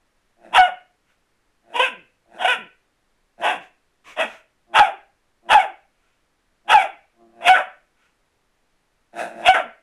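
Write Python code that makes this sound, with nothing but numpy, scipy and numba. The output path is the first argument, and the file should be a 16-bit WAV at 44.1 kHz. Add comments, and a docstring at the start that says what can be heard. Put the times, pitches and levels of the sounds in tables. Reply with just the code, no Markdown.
"""A faint steady hiss fills a carpeted room; a small dog growls low close to a microphone, then barks.
Ten barks follow, several led in by growls: sharp ones start hoarse, lock into a falling tone and end in a
rasp; gruff woofs arch in pitch. Sinking sighs and short puffs of air come between them.
Pulse trains and noise drive resonances; noise bands ring as the walls; the loudest peaks are flattened."""
import sys
import numpy as np
from scipy import signal
from scipy.fft import rfft, irfft, next_fast_len
from scipy.io import wavfile
from scipy.ndimage import uniform_filter1d
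from numba import njit

SR = 44100
rng = np.random.default_rng(int(sys.argv[2]) if len(sys.argv) > 2 else 0)


def transcribe(signal):
    """Save signal, clipped to [-1, 1], as a 16-bit WAV file at the path in sys.argv[1]."""
    frames = np.atleast_2d(signal).T
    limited = np.clip(frames, -1, 1)
    pcm = np.round(limited * 32767).astype(np.int16)
    wavfile.write(sys.argv[1], SR, pcm)


N = 433062

# Room hiss spectrum: [hz, relative_db_per_hz]
ROOM_HISS = [(25, 7), (60, -6), (130, -8.5), (330, -8), (700, -11), (1900, -13), (2700, -17.5), (6000, -24),
             (11000, -27.5), (15000, -42.5)]
ROOM_HISS_DB = -67

# Growls: [peak_s, rise_s, fall_s, peak_level_db, peak_lip_opening_db]
GROWLS = [(.46, 0.1, 0.21, -45.5, -10), (.535, 0.068, .02, -42, -13), (1.735, .11, 0.019, -45.5, -7.5),
          (2.37, 0.12, 0.078, -44, -6), (3.416, 0.045, 0.035, -34.5, -8), (4.745, 0.08, .02, -44, -17.5),
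          (5.495, .075, 0.021, -42, -15), (6.695, 0.057, 0.024, -42, -12.5),
          (7.22, .09, 0.24, -53.5, -27.5), (7.43, .17, 0.026, -44, -13), (9.2, 0.077, 0.18, -27, -2.5),
          (9.42, 0.19, 0.09, -34.5, -8.5)]
# Growl resonances, lips closed and lips parted: [hz, width_hz, gain_db]
CLOSED_LIPS = [(195, 53, 1.5), (336.1, 50, 2), (674, 220, -4.5), (990, 340, -11.5)]
PARTED_LIPS = [(1560, 540, -3), (2550, 230, -6), (3500, 1200, -20)]
# Air past the teeth, spectrum: [hz, relative_db_per_hz]
TEETH_AIR = [(2500, -20.5), (3500, -5.5), (4300, -8), (5400, 1.5), (7500, -0.5), (10000, 2.5),
             (11500, -8.5), (13500, -15.5), (15000, -38.5)]
# Level and lip opening fall by these amounts on both sides of the peak
GROWL_DEPTH_DB, GROWL_LIPS_DB, GROWL_CURVE = 26, 8.5, 1.2

# Room ring by band: [hz, t60_s, level_db]
WALL_RING = [(150, 0.2, -12), (400, 0.44, -11), (824, 0.28, -8), (1480, 0.34, -8.5), (2260, 0.38, -8.5),
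             (3400, 0.3, -8.5), (4400, 0.17, -7.5), (11000, 0.19, -6)]
# First echoes from floor, boxes and chest: [delay_s, gain]
FIRST_ECHOES = [(.0031, 0.12), (.0094, .14), (.0172, .12)]

# Sharp barks: [start_s (end of attack), attack_s, hoarse_s, tone_s, rasp_s,
#   hoarse_pitch_hz, tone_pitch_hz, sag_hz_per_s,
#   hoarse: roughness (0-1), bright_hz, throat_level_db, bright_re_throat_db,
#   tone: level_db, fade_db, mouth_re_throat_db, bright_re_throat_db,
#   rasp: level_db, roughness (0-1), mouth_re_throat_db, bright_re_throat_db, bright_hz]
SHARP_BARKS = [(0.55, 0.03, 0.025, 0.083, 0.019, 982.3, 750.4, 420, 0.81, 2750, -14, -3.5, -6.5, 11.5, -8.5, -15, -27, .14, -5.5, -5, 2200),
               (4.756, .027, .04, 0.032, 0.055, 885, 856, 2676, .88, 2740, -13, -5, -5.5, 1, -29.5, -20.5, -27, .4, -2, -0.5, 2330),
               (5.509, .028, .033, 0.047, .05, 902.3, 870, 2364, 0.83, 2915, -12.5, -6, -6, 2, -32, -22.5, -28, .4, 0.5, 4.5, 2300),
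               (6.703, 0.031, 0.033, 0.051, .06, 880, 871.3, 2115, 0.76, 2825, -13.5, -5, -6, 2.5, -31, -16, -26.5, 0.49, 1, 4.5, 2340),
               (7.472, 0.068, .016, .047, .066, 690, 756.5, 302.6, .7, 2480, -16, 1.5, -6.5, 7, -10, -12.5, -21.5, 0.91, 7, -5, 2040),
               (9.465, .05, 0.0165, 0.055, 0.058, 680, 756, 162, 0.71, 2500, -18, 2.5, -3.5, 27, -11.5, -14, -20, .93, 3.5, -6, 1850)]
# Bark resonances; throat and mouth centres with the jaw not gaping
THROAT_HZ, THROAT_WIDTH_HZ = 768, 453
MOUTH_HZ, MOUTH_WIDTH_HZ = 1500, 460
EDGE_HZ, EDGE_WIDTH_HZ = 3250, 590
BRIGHT_WIDTH_HZ = 700
GAPE_BRIGHT_HZ, CLOSING_BRIGHT_HZ = 2760, 2320
# Jaw wide open: throat and bright are added to the hoarse values, mouth is re throat
GAPE_THROAT_DB, GAPE_MOUTH_DB, GAPE_BRIGHT_DB = 1.5, 1.5, 0.5
# Sharp-bark onset and lead, just before the snap
ONSET_DB, LEAD_DB, RELEASE_DB = -27.5, -12, -18
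HOARSE_MOUTH_DB, LEAD_BRIGHT_DB = -8.5, -8
EDGE_PITCH_RATIO = 0.9  # at the start of a bark or woof and the end of a sharp bark
SNAP_SHARE = 0.4  # of the attack
LOCK_S, BREAK_S, RELEASE_S = 0.008, 0.0085, 0.03
# Overtones keep this share of the dB that the tone loses
TONE_ROUGHNESS, OVERTONE_SHARE = 0.035, 0.6
# End of the rasp; pitch is re end of tone
RASP_FADE_DB, CLOSED_MOUTH_DB, CLOSED_BRIGHT_DB = 2.5, -9, -12.5
RASP_PITCH_RATIO, CLOSED_ROUGHNESS = 0.81, 0.45

# Voice sinking as a bark runs out: [start_s, length_s, first_pitch_hz, level_db]
SIGHS = [(0.658, 0.11, 272, -53.5), (1.856, 0.21, 302, -49), (2.523, 0.17, 312, -44),
         (3.524, 0.12, 240, -46.5), (4.201, 0.11, 299.4, -42.5), (4.865, .13, 553, -45.5),
         (5.614, .14, 555, -47), (6.826, 0.14, 553, -47.5), (7.604, 0.099, 298, -57),
         (9.604, 0.1, 303.6, -45.5)]
SIGH_OCTAVES_PER_S = 6.5

# Air from the muzzle: [centre_s (peak of the swell), spread_s (Gaussian spread; the puff sounds for two spreads
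# on each side of the peak), level_db, hz]
PUFFS = [(1.105, 0.026, -65, 1460), (3.636, 0.028, -53, 1611), (4.087, 0.023, -44, 1107),
         (4.121, 0.021, -45.5, 2226), (4.308, 0.056, -46.5, 1420), (6.073, 0.1, -71, 1400),
         (8.038, 0.05, -64.5, 1400)]
# Air through the muzzle, spectrum: [hz, relative_db_per_hz]
MUZZLE_AIR = [(200, -14), (480, -7.5), (750, -7), (1700, -4), (2400, 0), (3300, -8), (4500, -21),
              (6300, -16.5), (9500, -25.5), (13000, -32), (15000, -43)]

# Gruff woofs, some run together: [start_s (end of attack), attack_s, hold_s, release_s,
#   pitch_hz, pitch_arch (share), roughness (0-1), level_db,
#   mouth_re_throat_db, bright_re_throat_db, bright_hz]
WOOFS = [(1.76, 0.029, 0.013, 0.06, 488, .03, 0.45, -21.5, -10.5, -3.5, 2760),
         (1.796, 0.011, 0.018, .016, 497.7, 0.034, 0.09, -13.5, -8, -4.5, 2850),
         (1.82, 0.012, 0.025, 0.058, 523.3, 0.024, .24, -24, 3, 6, 2680),
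         (2.416, 0.038, 0.019, 0.045, 710.5, .01, 0.84, -24, -3.5, -5, 2920),
         (2.449, 0.013, .016, 0.019, 750.6, 0.0053, 0.39, -15, -5.5, -6, 2625),
         (2.479, .014, .045, .05, 491.5, 0.017, 0.33, -23, 5, 4, 2670),
         (3.445, 0.034, 0.0575, 0.0793, 391.9, 0.028, 0.74, -18, -5.5, -6, 2734),
         (4.197, .038, .03, 0.049, 649, 0.016, 0.6, -20, -3.5, -2.5, 2640)]
# Level re peak at the start, end of hold and end of release
WOOF_ONSET_DB, WOOF_SAG_DB, WOOF_END_DB = -21.5, -3.5, -20
WOOF_OPENING_DB, WOOF_JAW_HZ = 2.5, 112.7  # swing to either side of the middle of the hold
WOOF_END_PITCH_RATIO, WOOF_EDGE_ROUGHNESS = 0.81, 0.72

OVERLOAD_PEAK = 0.68
TOP_HZ = 15000


def undb(db):
    """Decibels to gain."""
    return 10 ** (np.asarray(db) / 20)


def unit(x):
    """Scale to rms 1."""
    return x / np.sqrt(np.mean(x ** 2))


def even(x, size=360):
    """Hold the short-term rms near 1, keeping the fast flutter."""
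    power = uniform_filter1d(uniform_filter1d(x ** 2, size), size // 2)
    return x / np.sqrt(np.abs(power) + 1e-12)


def wobble(n, hz):
    """Random line of rms 1 through hz new values a second."""
    values = rng.standard_normal(2000)
    return unit(np.interp(np.arange(n) * hz / SR, np.arange(2000), values))


def colour(x, points):
    """Filter by a spectrum of (Hz, dB) points; rms 1."""
    hz, db = np.transpose(points)
    size = next_fast_len(len(x))
    bin_hz = np.arange(size // 2 + 1) * SR / size
    gain = undb(np.interp(np.log(bin_hz + 1), np.log(hz), db))
    return unit(irfft(rfft(x, size) * gain, size)[:len(x)])


def low_pass(x, hz, order=8):
    """Steep roll-off above hz."""
    return signal.sosfilt(signal.butter(order, hz, fs=SR, output="sos"), x)


@njit
def moving_band_pass(x, hz, width_hz):
    """State-variable band-pass with a moving centre."""
    out, band, low = np.empty(len(x)), 0., 0.
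    for i in range(len(x)):
        g = np.tan(np.pi * hz[i] / SR)
        damping = width_hz / hz[i]
        v = (band + g * (x[i] - low)) / (1 + g * (g + damping))
        band = 2 * v - band
        low += 2 * g * v
        out[i] = damping * v
    return out


def resonance(x, hz, width_hz):
    """A band-pass applied twice, for dark valleys."""
    centre_hz = hz * np.ones(len(x))
    once = moving_band_pass(x, centre_hz, float(width_hz))
    return moving_band_pass(once, centre_hz, float(width_hz))


def stages(lengths_s, *controls):
    """Each control moves in straight lines through its values, one stage after another."""
    corners_s = np.concatenate([[0], np.cumsum(np.abs(lengths_s))])
    t = np.arange(int(corners_s[-1] * SR)) / SR
    return [np.interp(t, corners_s, values) for values in controls]


def add(track, start_s, sound):
    """Mix a sound in at start_s with softened ends."""
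    start = int(start_s * SR)
    part = (sound * signal.windows.tukey(len(sound), 0.06))[:N - start]
    track[start:start + len(part)] += part


def quiet():
    """Steady coloured noise that wavers a little in level."""
    level_db = ROOM_HISS_DB + 0.17 * wobble(N, 1)
    return colour(rng.standard_normal(N), ROOM_HISS) * undb(level_db)


def folds(hz, rough, jitter, shimmer_db, flutter_hz, count):
    """Vocal folds: a pulse train that grows uneven with roughness, plus air let through once a cycle."""
    n = len(hz)
    uneven_hz = hz * (1 + jitter * rough * wobble(n, flutter_hz))
    phase = 2 * np.pi * np.cumsum(uneven_hz) / SR
    pulses = sum(np.cos(k * phase) for k in range(1, count + 1))
    air = unit(rng.standard_normal(n) * (1 + np.cos(phase))) * np.sqrt(SR / hz / 4)
    mix = np.sqrt(1 - rough ** 2) * pulses + rough * air
    return mix * undb(shimmer_db * rough * wobble(n, flutter_hz))


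def growl(rise_s, fall_s, peak_db, lips_db, pitch_hz=115):
    """Slow fold pulses behind closed lips; parting them adds roughness and lets air through upper resonances."""
    away = stages([rise_s, fall_s], [1, 0, 1])[0] ** GROWL_CURVE
    level_db = peak_db - GROWL_DEPTH_DB * away
    open_db = lips_db - GROWL_LIPS_DB * away
    n = len(level_db)
    rough = np.interp(open_db, [-20, -6], [0.35, 0.75])
    source = folds(np.full(n, pitch_hz), rough, jitter=0.034, shimmer_db=1.0, flutter_hz=111.7, count=36)
    airy = unit(source) + rng.standard_normal(n)
    closed = sum(undb(db) * resonance(source, hz, width) for hz, width, db in CLOSED_LIPS)
    closed = unit(low_pass(closed, 1300))
    parted = sum(undb(db) * resonance(airy, hz, width) for hz, width, db in PARTED_LIPS)
    parted = unit(low_pass(parted, 4300))
    # the throat resonance also grows as the mouth opens
    throat = unit(low_pass(resonance(source, 660, 310), 1100))
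    hiss = colour(rng.standard_normal(n), TEETH_AIR)
    body = even(closed + undb(open_db + 14.0) * throat, size=1200)
    escaping = undb(open_db) * (parted + undb(-16.0) * hiss)
    return undb(level_db) * (body + escaping)


def room(dry, build_s=0.004):
    """Direct sound, a few first echoes, and a diffuse ring that dies at its own rate in each band."""
    t = np.arange(int(0.7 * SR)) / SR
    noise = rfft(rng.standard_normal(len(t)))
    log_hz = np.log(np.arange(len(noise)) * SR / len(t) + 1)
    log_centres = np.log([row[0] for row in WALL_RING])
    response = np.zeros(len(t))
    for pick, (_, t60_s, db) in zip(np.eye(len(WALL_RING)), WALL_RING):
        band = irfft(noise * np.interp(log_hz, log_centres, pick), len(t))
        decay = np.exp(-np.log(1000) * t / t60_s) * (1 - np.exp(-t / build_s))
        response += undb(db) * band * decay / np.sqrt(np.sum(decay ** 2))
    response[0] += 1
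    for delay_s, gain in FIRST_ECHOES:
        response[int(delay_s * SR)] += gain
    return signal.fftconvolve(dry, response)[:N]


def bark(hz, rough, db, mouth_db, bright_db, bright_hz):
    """The folds drive four resonances: throat and mouth shift with the gape, bright moves, edge stays."""
    rough, n = np.clip(rough, 0.01, 0.95), len(hz)
    source = folds(hz, rough, jitter=0.07, shimmer_db=3.5, flutter_hz=422.1, count=8)
    # the tract passes little below its first resonance or above its last
    source = signal.sosfilt(signal.butter(4, 390, "high", fs=SR, output="sos"), source)
    source = low_pass(source, 3375, order=14)
    # a high, rough push gapes the jaw: the two low resonances draw together
    gape = rough * np.clip((hz - 770) / 110, 0, 1)
    throat = even(resonance(source, THROAT_HZ + 130 * gape, THROAT_WIDTH_HZ))
    mouth = even(resonance(source, MOUTH_HZ - 260 * gape, MOUTH_WIDTH_HZ))
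    # the upper resonances carry more turbulence
    turbulence = unit(low_pass(rng.standard_normal(n), 3430, order=14))
    breathy = even(source) + 0.55 * rough ** 0.8 * turbulence
    edge = undb(-2.5) * rough ** (2 / 3) * resonance(breathy, EDGE_HZ, EDGE_WIDTH_HZ)
    bright = even(resonance(breathy, bright_hz, BRIGHT_WIDTH_HZ) + edge)
    hiss_db = -21.0 + 0.87 * bright_db + 2.5 * wobble(n, 350)
    hiss = colour(rng.standard_normal(n), TEETH_AIR) * rough ** 0.27 * undb(hiss_db)
    voice = undb(db) * (throat + undb(mouth_db) * mouth + undb(bright_db) * bright + hiss)
    # slack, uneven cycles rumble in the chest, mostly in the low-pitched barks
    slack = rough * np.clip((900 - hz) / 300, 0.1, 1)
    swell = signal.windows.tukey(n, 0.5)
    rumble = unit(resonance(rng.standard_normal(n), 290, 150))
    chest = swell * slack * undb(-37.5 + 0.25 * db) * rumble
    fade = np.interp(np.arange(n) / SR, [0, 0.01, n / SR - 0.018, n / SR], [0, 1, 1, 0])
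    return (voice + chest) * fade


def sharp_bark(attack_s, hoarse_s, tone_s, rasp_s, hoarse_hz, tone_hz, sag_hz_per_s,
               rough, start_hz, hoarse_db, bright_db,
               tone_db, fade_db, tone_mouth_db, tone_bright_db,
               rasp_db, rasp_rough, rasp_mouth_db, rasp_bright_db, end_hz):
    """The jaw snaps open hoarse, the folds lock into a sagging tone, then rasp as the mouth closes."""
    low_hz = tone_hz - sag_hz_per_s * tone_s
    lift_db = OVERTONE_SHARE * fade_db
    closing_hz = low_hz * RASP_PITCH_RATIO
    lock_bright_hz = (GAPE_BRIGHT_HZ + CLOSING_BRIGHT_HZ) / 2
    # each state: pitch, roughness, throat level, mouth and bright shares, bright centre
    onset = (hoarse_hz * EDGE_PITCH_RATIO, rough, hoarse_db + ONSET_DB,
             HOARSE_MOUTH_DB, LEAD_BRIGHT_DB, start_hz)
    lead = (hoarse_hz, rough, hoarse_db + LEAD_DB, HOARSE_MOUTH_DB, LEAD_BRIGHT_DB, start_hz)
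    hoarse = (hoarse_hz, rough, hoarse_db, HOARSE_MOUTH_DB, bright_db, start_hz)
    gaping = (hoarse_hz, rough, hoarse_db + GAPE_THROAT_DB,
              GAPE_MOUTH_DB, bright_db + GAPE_BRIGHT_DB, GAPE_BRIGHT_HZ)
    locked = (tone_hz, TONE_ROUGHNESS, tone_db, tone_mouth_db, tone_bright_db, lock_bright_hz)
    sagged = (low_hz, TONE_ROUGHNESS, tone_db - fade_db,
              tone_mouth_db + lift_db, tone_bright_db + lift_db, CLOSING_BRIGHT_HZ)
    broken = (low_hz, rasp_rough, rasp_db, rasp_mouth_db, rasp_bright_db, end_hz)
    raspy = (low_hz * (1 + RASP_PITCH_RATIO) / 2, rasp_rough, rasp_db - RASP_FADE_DB / 2,
             rasp_mouth_db, rasp_bright_db - RASP_FADE_DB, end_hz)
    closing = (closing_hz, CLOSED_ROUGHNESS, rasp_db - RASP_FADE_DB,
               CLOSED_MOUTH_DB, CLOSED_BRIGHT_DB, CLOSING_BRIGHT_HZ)
    closed = (closing_hz * EDGE_PITCH_RATIO, CLOSED_ROUGHNESS, rasp_db + RELEASE_DB,
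              CLOSED_MOUTH_DB, CLOSED_BRIGHT_DB, CLOSING_BRIGHT_HZ)
    lengths_s = [attack_s * (1 - SNAP_SHARE), attack_s * SNAP_SHARE, hoarse_s, LOCK_S,
                 tone_s - LOCK_S, BREAK_S, rasp_s / 2, rasp_s / 2, RELEASE_S]
    states = [onset, lead, hoarse, gaping, locked, sagged, broken, raspy, closing, closed]
    return bark(*stages(lengths_s, *zip(*states)))


def sigh(length_s, first_hz, db):
    """Slackening folds glide down unevenly with only three harmonics."""
    n = int(length_s * SR)
    glide_hz = first_hz * 2 ** (-SIGH_OCTAVES_PER_S * np.arange(n) / SR)
    phase = 2 * np.pi * np.cumsum(glide_hz * (1 + 0.08 * wobble(n, 200))) / SR
    tone = np.sin(phase) + np.sin(2 * phase) + undb(-3.5) * np.sin(3 * phase)
    swell = np.interp(np.linspace(0, 1, n), [0, 0.25, 1], [0, 1, 0])
    return tone * undb(db + 3.2 * wobble(n, 150)) * swell


def puff(spread_s, db, hz):
    """Unvoiced air swells and fades through the muzzle, partly through one resonance."""
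    reach = int(2 * spread_s * SR)
    t = np.arange(-reach, reach) / SR
    air = rng.standard_normal(len(t))
    swell = np.exp(-(t / spread_s) ** 2 / 2)
    breath = colour(air, MUZZLE_AIR) + 0.43 * unit(resonance(air, hz, 260))
    return undb(db) * swell * unit(breath)


def woof(attack_s, hold_s, release_s, hz, arch, rough, db, mouth_db, bright_db, bright_hz):
    """A softer push: pitch arches a little, the edges are rough, mouth and bright shares rise with opening."""
    pitch_ratio, rough, push_db, opening = stages(
        [attack_s, hold_s / 2, hold_s / 2, release_s],
        [EDGE_PITCH_RATIO, 1 - arch, 1 + arch, 1, WOOF_END_PITCH_RATIO],
        [WOOF_EDGE_ROUGHNESS, rough, rough, rough, WOOF_EDGE_ROUGHNESS],
        [WOOF_ONSET_DB, 0, 0, WOOF_SAG_DB, WOOF_END_DB],
        [-1, -1, 0, 1, 0])
    open_db = WOOF_OPENING_DB * opening
    moving_hz = bright_hz - WOOF_JAW_HZ * opening
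    return bark(hz * pitch_ratio, rough, db + push_db, mouth_db + open_db, bright_db + open_db, moving_hz)


def scene():
    """The dog in its room."""
    dog = np.zeros(N)
    for peak_s, rise_s, *shape in GROWLS:
        add(dog, peak_s - rise_s, growl(rise_s, *shape))
    for start_s, attack_s, *shape in SHARP_BARKS:
        add(dog, start_s - attack_s, sharp_bark(attack_s, *shape))
    for start_s, *shape in SIGHS:
        add(dog, start_s, sigh(*shape))
    for centre_s, spread_s, db, hz in PUFFS:
        add(dog, centre_s - 2 * spread_s, puff(spread_s, db, hz))
    for start_s, attack_s, *shape in WOOFS:
        add(dog, start_s - attack_s, woof(attack_s, *shape))
    return (room(dog) + quiet())[None]


def record(dry):
    """The microphone flattens the loudest peaks, slightly unequally by side; the top is cut."""
    limit = OVERLOAD_PEAK * (1 + 0.0055 * np.tanh(3 * dry))
    held = dry / (1 + (dry / limit) ** 8) ** (1 / 8)
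    return signal.sosfilt(signal.ellip(8, 0.2, 70, TOP_HZ, fs=SR, output="sos"), held)


dry = scene()
out = record(dry)
transcribe(out)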